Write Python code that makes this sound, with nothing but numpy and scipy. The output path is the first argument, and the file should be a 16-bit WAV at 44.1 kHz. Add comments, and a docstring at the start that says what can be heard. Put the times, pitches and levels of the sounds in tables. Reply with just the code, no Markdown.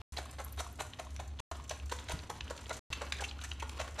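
"""Soapy hands rubbing over a bathroom sink, close to the microphone, about five strokes a second.
After a brief cut to silence the palms start to squelch, each stroke an air pocket gulping out through
crackling lather. In between, foam spits, bubbles pop and wet skin slides. The sound cuts out at 1.4 s,
the palms puff softly at 2.1 s, it cuts out again at 2.8 s, and air squeaks between the late strokes.
All along, the bowl and the hard little room ring over a low hum."""
import sys
import numpy as np
from scipy import signal
from scipy.fft import rfft, irfft, next_fast_len
from scipy.io import wavfile
from scipy.ndimage import map_coordinates

SR = 44100
rng = np.random.default_rng(int(sys.argv[2]) if len(sys.argv) > 2 else 0)


def wav_record(signal):
    """Record a signal, one row per channel, as 16-bit PCM in the file named by sys.argv[1]."""
    frames = np.transpose(np.atleast_2d(signal))
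    bounded = np.clip(frames, -1, 1)
    # unit amplitude maps onto the largest positive 16-bit level
    quanta = np.round(bounded * 32767).astype(np.int16)
    wavfile.write(sys.argv[1], SR, quanta)


N = 176400
TOP_HZ, GRAINS_PER_S = 14100, 5000

# spectrum of coarse foam bursting (frequency [Hz], gain [dB])
CRACKLE_COLOUR = [(400, -24.5), (1000, -1), (1600, 1.5), (2800, 4.5), (4000, 4.5), (5000, -7), (6500, -4),
                  (12000, -69)]
# loudness of the rubbing skin (time [s], relative level [dB])
SLIDE_LEVEL = [(0, -48.5), (.3, -56), (.7, -58), (1.1, -60.5), (1.35, -60.5), (1.6, -57.5), (2.2, -50.5),
               (2.75, -50.5), (3.07, -48.5), (3.28, -54), (3.7, -53), (3.86, -46), (3.93, -55), (4, -46.5)]


def squelches():
    """Closing palms force out air at a rising pitch: gives the gulps and (crackle, fizz) envelopes."""
    # (time [s], rise [s], relative gulp [dB], pitch [Hz], relative crackle [dB], relative fizz [dB])
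    strokes = [ (.187, 0.02, -34, 772, -35.5, -45), (.403, 0.018, -35.5, 800, -46.5, -49),
               (.605, 0.025, -34.5, 690, -42, -40), (.807, 0.018, -33, 747, -38.5, -42),
               (.998, 0.0111, -36, 700, -39, -47.5), (1.200, 0.0095, -36, 740, -42.5, -52),
               (1.400, 0.0089, -40.5, 1000, -38.5, -47), (1.516, 0.013, -34.5, 680, -41, -45.5),
               (1.712, 0.0073, -35, 603, -34.5, -45), (1.922, 0.009, -33, 930, -33, -37.5),
               (2.096, 0.0037, -38, 700, -40.5, -44), (2.119, 0.018, -36.5, 940, -35, -43.5),
               (2.301, 0.0062, -34, 890, -41, -41.5), (2.508, 0.0056, -33.5, 510, -45, -44.5),
               (2.712, 0.016, -32.5, 643, -41.5, -54.5), (3.020, 0.011, -32, 544, -39, -45.5),
               (3.222, 0.032, -37, 840, -53, -61.5), (3.626, 0.0053, -34, 897, -41, -48.5),
               (3.801, 0.013, -34.5, 637, -38, -45), (3.815, 0.0089, -40, 735, -39.5, -46.5),
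               (3.996, 0.015, -33, 655, -37, -39)]
    # spectrum of the wet slush around a gulp (frequency [Hz], gain [dB])
    slush_colour = [(120, -49), (280, -12), (410, 0.5), (680, 2), (1080, -4), (1400, -4), (2200, -8.5),
                    (4000, -49.5), (8000, -94)]
    lag_s, glide_per_s, small_pocket_hz = 0.00215, 14.2, 1015
    tone, slush, crackle, fizz = np.zeros((4, N))
    for at, rise, gulp_db, hz, crackle_db, fizz_db in strokes:
        near = slice(max(0, int(at * SR) - SR // 8), int(at * SR) + SR // 4)
        t = clock()[near] - at
        gulp_t = t - lag_s
        phase = 2 * np.pi * (hz * (gulp_t + glide_per_s * gulp_t ** 2 / 2) + rng.random())
        pockets = np.sin(phase) + amp(-7) * np.sin(phase * small_pocket_hz / hz)
        tone[near] += amp(gulp_db) * swell(gulp_t, rise=0.0032, fall=0.0028) * pockets
        opening = np.clip((t + 1.1 * rise) / 0.0017, 0, 1)
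        slush[near] += amp(gulp_db) * opening * swell(gulp_t, rise, fall=0.0084)
        crackle[near] += amp(crackle_db) * opening * swell(t, 0.68 * rise, fall=0.0046)
        lingering = amp(-15.5) * swell(t, rise=0.0014, fall=0.058)
        fizz[near] += amp(fizz_db) * opening * (swell(t, 0.38 * rise, fall=0.0046) + lingering)
    gulps = amp(-0.5) * tone + amp(-6) * slush * grains(slush_colour, GRAINS_PER_S, spread_db=3.5)
    return gulps, np.array([crackle, fizz])


def lather(crackle, fizz):
    """Coarse and fine foam burst under two envelopes; the top sparkle dulls as the soap thickens."""
    # spectra of fine foam and of thin, wet soap (frequency [Hz], gain [dB])
    fizz_colour = [(2000, -44), (4200, -4), (5100, -6.5), (5900, 1.5), (7500, -0.5), (9500, -7),
                   (12000, -13.5), (14000, -24)]
    sparkle_colour = [(5000, -31), (8000, 2), (11000, -1.5), (14000, -14.5)]
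    dulling_db_per_s = 8
    sparkle = amp(-3 - dulling_db_per_s * clock()) * grains(sparkle_colour, GRAINS_PER_S, spread_db=9.5)
    coarse = amp(-4) * foam(CRACKLE_COLOUR, spread_db=10.5)
    fine = amp(-3) * foam(fizz_colour, spread_db=11)
    return crackle * coarse + fizz * (fine + sparkle)


def foam(colour, spread_db, bubbles_per_s=16000, ring_s=0.001):
    """A crowd of tiny bubbles, each ringing briefly at its own pitch, rms 1."""
    start, pitch, size, phase = rng.random((int(bubbles_per_s * N / SR), 4)).T[:, :, None]
    t = np.arange(SR // 500) / SR
    rings = amp(spread_db * size) * np.exp(-t / ring_s) * np.sin(2 * np.pi * (pitch * TOP_HZ * t + phase))
    at = (start * N).astype(int) + np.arange(len(t))
    crowd = np.bincount(at.ravel(), rings.ravel(), N)[:N]
    return unit(coloured(crowd, colour))


def grains(colour, per_s, spread_db):
    """Tiny soap films burst as clicks of random size, rms 1."""
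    clicks = (rng.random(N) < per_s / SR) * rng.choice([-1, 1], N)
    sizes = amp(spread_db * rng.standard_normal(N))
    return unit(coloured(clicks * sizes, colour))


def spits():
    """(Crackle, fizz) envelopes of foam tearing between fingers: sudden start, short hold, quick end."""
    # (time [s], length [s], relative crackle [dB], relative fizz [dB])
    tears = [ (0.167, 0.0054, -45.5, -55.5), (0.572, 0.018, -50.5, -64.5), (0.6, 0.0036, -73, -47.5),
             (0.385, 0.0065, -44.5, -58.5), (0.818, 0.0058, -59.5, -41), (1.163, 0.0024, -43.5, -46.5),
             (1.694, 0.0044, -40, -36.5), (1.895, 0.006, -43.5, -49.5), (1.987, 0.0052, -41.5, -57),
             (2.085, 0.0059, -37, -52.5), (2.5, 0.002, -43, -47), (2.577, 0.0032, -43.5, -52),
             (2.694, 0.0027, -42.5, -38.5), (2.727, 0.016, -47, -45.5), (2.766, 0.01, -51.5, -46.5),
             (2.927, 0.008, -30.5, -42), (3.122, 0.005, -27.5, -39.5), (3.186, 0.0046, -41, -52),
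             (3.206, 0.014, -42, -44), (3.237, 0.015, -46, -45), (3.411, 0.014, -46.5, -53),
             (3.438, 0.0031, -44.5, -37), (3.443, 0.011, -43, -45), (3.598, 0.0065, -44, -49.5),
             (3.694, 0.0031, -38.5, -40.5)]
    crackle, fizz = np.zeros((2, N))
    for at, length, crackle_db, fizz_db in tears:
        shape = np.interp((clock() - at) / length, [0, 0.1, 0.87, 1.83], [0.0013, 1, 0.76, 0.00034])
        crackle += amp(crackle_db) * shape
        fizz += amp(fizz_db) * shape
    return np.array([crackle, fizz])


def pops(tiny_count=90, tiny_hz=2990, glide_per_cycle=0.026):
    """A bubble opens with a snap and rings a few cycles, gliding upward. Tiny ones burst at random."""
    # single bubbles that stand out (time [s], peak [dB], pitch [Hz])
    bubbles = [ (.259, -40, 1143), (.467, -43, 1090), (.667, -38.5, 1080), (.936, -34, 3100),
               (1.07, -42.5, 1010), (1.390, -38.5, 3300), (1.600, -40.5, 1056), (1.800, -39, 2770),
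               (2.192, -33.5, 4240), (2.409, -24.5, 2890), (2.480, -39.5, 2770), (2.659, -38.5, 3150),
               (2.932, -25, 2950), (3.313, -32, 3000), (3.392, -38.5, 1420), (3.416, -36.5, 3520),
               (3.517, -23.5, 2900)]
    slide_db = curve(SLIDE_LEVEL)
    tiny = [(i / SR, slide_db[i] + 1 + rng.normal(0, 2), tiny_hz * np.exp(rng.normal(0, 0.35)))
            for i in rng.integers(SR // 20, N - SR // 20, tiny_count)]
    ring, snap = np.zeros((2, N))
    for at, db, hz in list(bubbles) + tiny:
        near = slice(int(at * SR) - SR // 100, int(at * SR) + SR // 50)
        t = np.arange(near.start, near.stop) / SR - at
        cycles = t * hz
        phase = 2 * np.pi * (cycles + glide_per_cycle * cycles ** 2 / 2 + rng.random())
        ring[near] += amp(db) * swell(cycles, rise=1.8, fall=1.5) * np.sin(phase)
        snap[near] += amp(db - 14) * swell(t, rise=0.0017, fall=0.0026)
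    return ring + snap * grains(CRACKLE_COLOUR, GRAINS_PER_S, spread_db=-1)


def chirps():
    """Air squeaks through a wet gap: a short gliding note that flutters with the soap film."""
    # (time [s], half length [s], peak [dB], pitch [Hz], glide [octaves/s])
    squeaks = [ (0.1734, 0.0026, -31.5, 4046, 0), (0.448, 0.003, -40, 11550, 1),
               (0.527, 0.0033, -44.5, 12070, -6), (0.596, 0.0094, -41, 3760, -0.5),
               (.728, .003, -53.5, 11900, -3), (3.199, 0.0035, -39, 1645, -27.5),
               (3.245, 0.0072, -33.5, 2693, 7), (3.292, 0.0079, -42.5, 4087, 12),
               (3.445, 0.012, -44.5, 1750, 17.5), (3.608, 0.0095, -44.5, 2498, -17)]
    out = np.zeros(N)
    for at, half, db, hz, glide in squeaks:
        near = slice(int(at * SR) - SR // 20, int(at * SR) + SR // 20)
        t = clock()[near] - at
        phase = 2 * np.pi * np.cumsum(hz * 2 ** (glide * t)) / SR
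        flutter = wobble(hz / 2)[near]
        out[near] += amp(db) * np.exp(-(t / half) ** 2) * np.sin(phase + flutter)
    return out


def thump(at_s=2.141, hz=77):
    """One soft, low puff of air as the palms cup."""
    # (frequency [Hz], gain [dB])
    puff_colour = [(10, -34), (28, -1), (70, -6.5), (170, -5.5), (240, -23), (500, -35.5), (1500, -100)]
    t = clock() - at_s
    puff = 1.43 * grains(puff_colour, GRAINS_PER_S, spread_db=0)
    push = 0.53 * np.cos(2 * np.pi * hz * t)
    return amp(-36) * swell(t, rise=0.0079, fall=0.012) * (push + puff)


def slide():
    """Wet skin slides on a film of small bubbles, in uneven clumps."""
    # spectrum of skin on skin (frequency [Hz], gain [dB])
    skin_colour = [(100, -15), (250, 4.5), (600, 1.5), (1100, 2), (1800, -3), (3500, -5), (5100, -10),
                   (6200, -17), (13500, -27)]
    clumps = amp(4.4 * wobble(90))
    return amp(curve(SLIDE_LEVEL) - 6) * unit(clumps * grains(skin_colour, per_s=4000, spread_db=6))


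def ticks(per_s=57, length_s=0.0078):
    """(Crackle, fizz) envelopes of small clusters of foam that burst at random all the while."""
    starts = rng.random((2, N)) < per_s / SR
    sizes = amp(4.5 * np.clip(rng.standard_normal((2, N)), -2, 2))
    age = np.arange(SR // 20) / SR / length_s
    power = signal.fftconvolve((starts * sizes) ** 2, np.exp(-2 * age ** 2)[None], axes=1)[:, :N]
    crackle, fizz = np.sqrt(np.abs(power))
    return np.array([amp(-65.5) * crackle, amp(-60) * fizz])


def sink(x, t60_s=0.31):
    """The bowl under the hands rings on at its own two pitches."""
    # (pitch [Hz], relative level [dB])
    bowl_modes = [(1080, -27.5), (1425, -24.5)]
    t = np.arange(SR // 2) / SR
    fade = amp(-60 * t / t60_s)
    ring = sum(amp(db) * np.cos(2 * np.pi * hz * t) for hz, db in bowl_modes)
    return signal.fftconvolve(x, ring * fade / np.linalg.norm(fade))[:N]


def echo(x, t60s):
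    """Diffuse reflections, each frequency dying at its own speed; a new tail every 0.2 s evens the tone."""
    out, step = np.zeros(N + SR), SR // 5
    for start in range(0, N, step):
        hz, t, noise = signal.stft(rng.standard_normal(SR // 2), SR, nperseg=256)
        fade = amp(-60 * t / along(t60s, hz)[:, None])
        tail = signal.istft(noise * fade, SR, nperseg=256)[1]
        answer = signal.fftconvolve(x[start:start + step], tail / np.linalg.norm(tail))
        out[start:start + len(answer)] += answer
    return out[:N]


def hum(hz=69.8, drift_rad=0.34):
    """Room tone behind the hands: a low, wavering hum over a steady rumble."""
    # swells of the hum (time [s], relative level [dB])
    hum_level = [(.13, -43.5), (.42, -47.5), (.56, -40.5), (1.0, -56), (1.11, -39.5), (1.55, -46),
                 (1.76, -46.5), (1.86, -40), (2.03, -47), (2.17, -45.5), (2.36, -57), (2.44, -44),
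                 (2.6, -50.5), (2.95, -44.5), (3.55, -42.5), (4, -44.5)]
    # spectra of the noise around the hum and of the rumble (frequency [Hz], gain [dB])
    band_colour = [(35, -43.5), (55, 4), (68, -2.5), (80, 4.5), (105, -39.5), (300, -120)]
    rumble_colour = [(25, -18), (50, -7.5), (95, 0.5), (170, -12.5), (260, -10), (400, -21.5), (1000, -46),
                     (12000, -88)]
    tone = np.sqrt(2) * np.sin(2 * np.pi * hz * clock() + drift_rad * wobble(6.25))
    band = unit(coloured(rng.standard_normal(N), band_colour))
    rumble = unit(coloured(rng.standard_normal(N), rumble_colour))
    return amp(curve(hum_level)) * (amp(-3) * tone + amp(-9.5) * band) + amp(-55) * rumble


def amp(db):
    """Decibels to gain."""
    return 10 ** (np.asarray(db) / 20)


def unit(x):
    """x scaled to rms 1."""
    return x / np.sqrt(np.mean(x ** 2) + 1e-20)


def along(points, hz):
    """(frequency [Hz], value) points read at hz on a log axis."""
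    knots_hz, values = np.transpose(points)
    return np.interp(np.log(hz + 1), np.log(knots_hz + 1), values)


def clock():
    """The time of each sample in seconds."""
    return np.arange(N) / SR


def curve(rows):
    """(time [s], value) rows joined by straight lines."""
    return np.interp(clock(), *np.transpose(rows))


def wobble(rate):
    """A smooth random curve, rate knots a second."""
    return map_coordinates(rng.standard_normal(int(N * rate / SR) + 4), [clock() * rate])


def swell(t, rise, fall):
    """Exponential growth up to t = 0, exponential decay after it."""
    return np.exp(-np.minimum(np.where(t < 0, -t / rise, t / fall), 30))


def coloured(x, points):
    """x through a causal filter shaped by (frequency [Hz], gain [dB]) points."""
    size = 2 * next_fast_len(N // 2 + 8192)
    gain = amp(along(points, np.fft.rfftfreq(size, 1 / SR)))
    cepstrum = irfft(np.log(gain), size)
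    cepstrum[1:size // 2] *= 2  # folded onto positive time for minimum phase
    cepstrum[size // 2 + 1:] = 0
    return irfft(rfft(x, size) * np.exp(rfft(cepstrum)), size)[:N]


def scene():
    """Hands close up in the centre of the stereo image; the soft treble sounds wide."""
    # decay of the reflections (frequency [Hz], time to fall 60 dB [s])
    room_t60 = [(200, .9), (800, 0.5), (2000, 0.5), (6000, 0.33)]
    basin_t60 = [(1000, 0.032)]
    # spectra of the walls' answer and of the side channel (frequency [Hz], gain [dB])
    wall_colour = [(480, -3.5), (1200, 0.5)]
    side_colour = [(3900, -60), (4800, -13), (6000, -9), (7000, -6)]
    gulps, squeezed = squelches()
    rubbing = slide()
    notes = chirps() + pops()
    crackle, fizz = np.sqrt(squeezed ** 2 + spits() ** 2 + ticks() ** 2)  # envelopes add in power
    hands = gulps + lather(crackle, fizz) + notes + thump() + rubbing
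    to_walls = amp(-7) * coloured(hands - notes / 2, wall_colour)  # pops and chirps stay drier
    mid = hands + sink(hands) + amp(-18) * echo(hands, basin_t60) + echo(to_walls, room_t60) + hum()
    decorrelated = echo(0.75 * hands + 0.6 * rubbing, basin_t60) + echo(to_walls, room_t60)
    side = coloured(decorrelated, side_colour)
    return np.array([mid + side, mid - side])


def record(dry):
    """The microphone signal cuts to silence three times; nothing is kept above TOP_HZ."""
    # silent gaps (start [s], end [s])
    dropouts = [(.0172, .1223), (1.4037, 1.5137), (2.7941, 2.9031)]
    t = clock()
    live = 1 - sum((t > start) & (t < end) for start, end in dropouts)
    size = next_fast_len(N + SR // 2)
    passband = np.fft.rfftfreq(size, 1 / SR) < TOP_HZ
    return irfft(rfft(dry * live, size) * passband, size)[:, :N]


dry = scene()
out = record(dry)
wav_record(out)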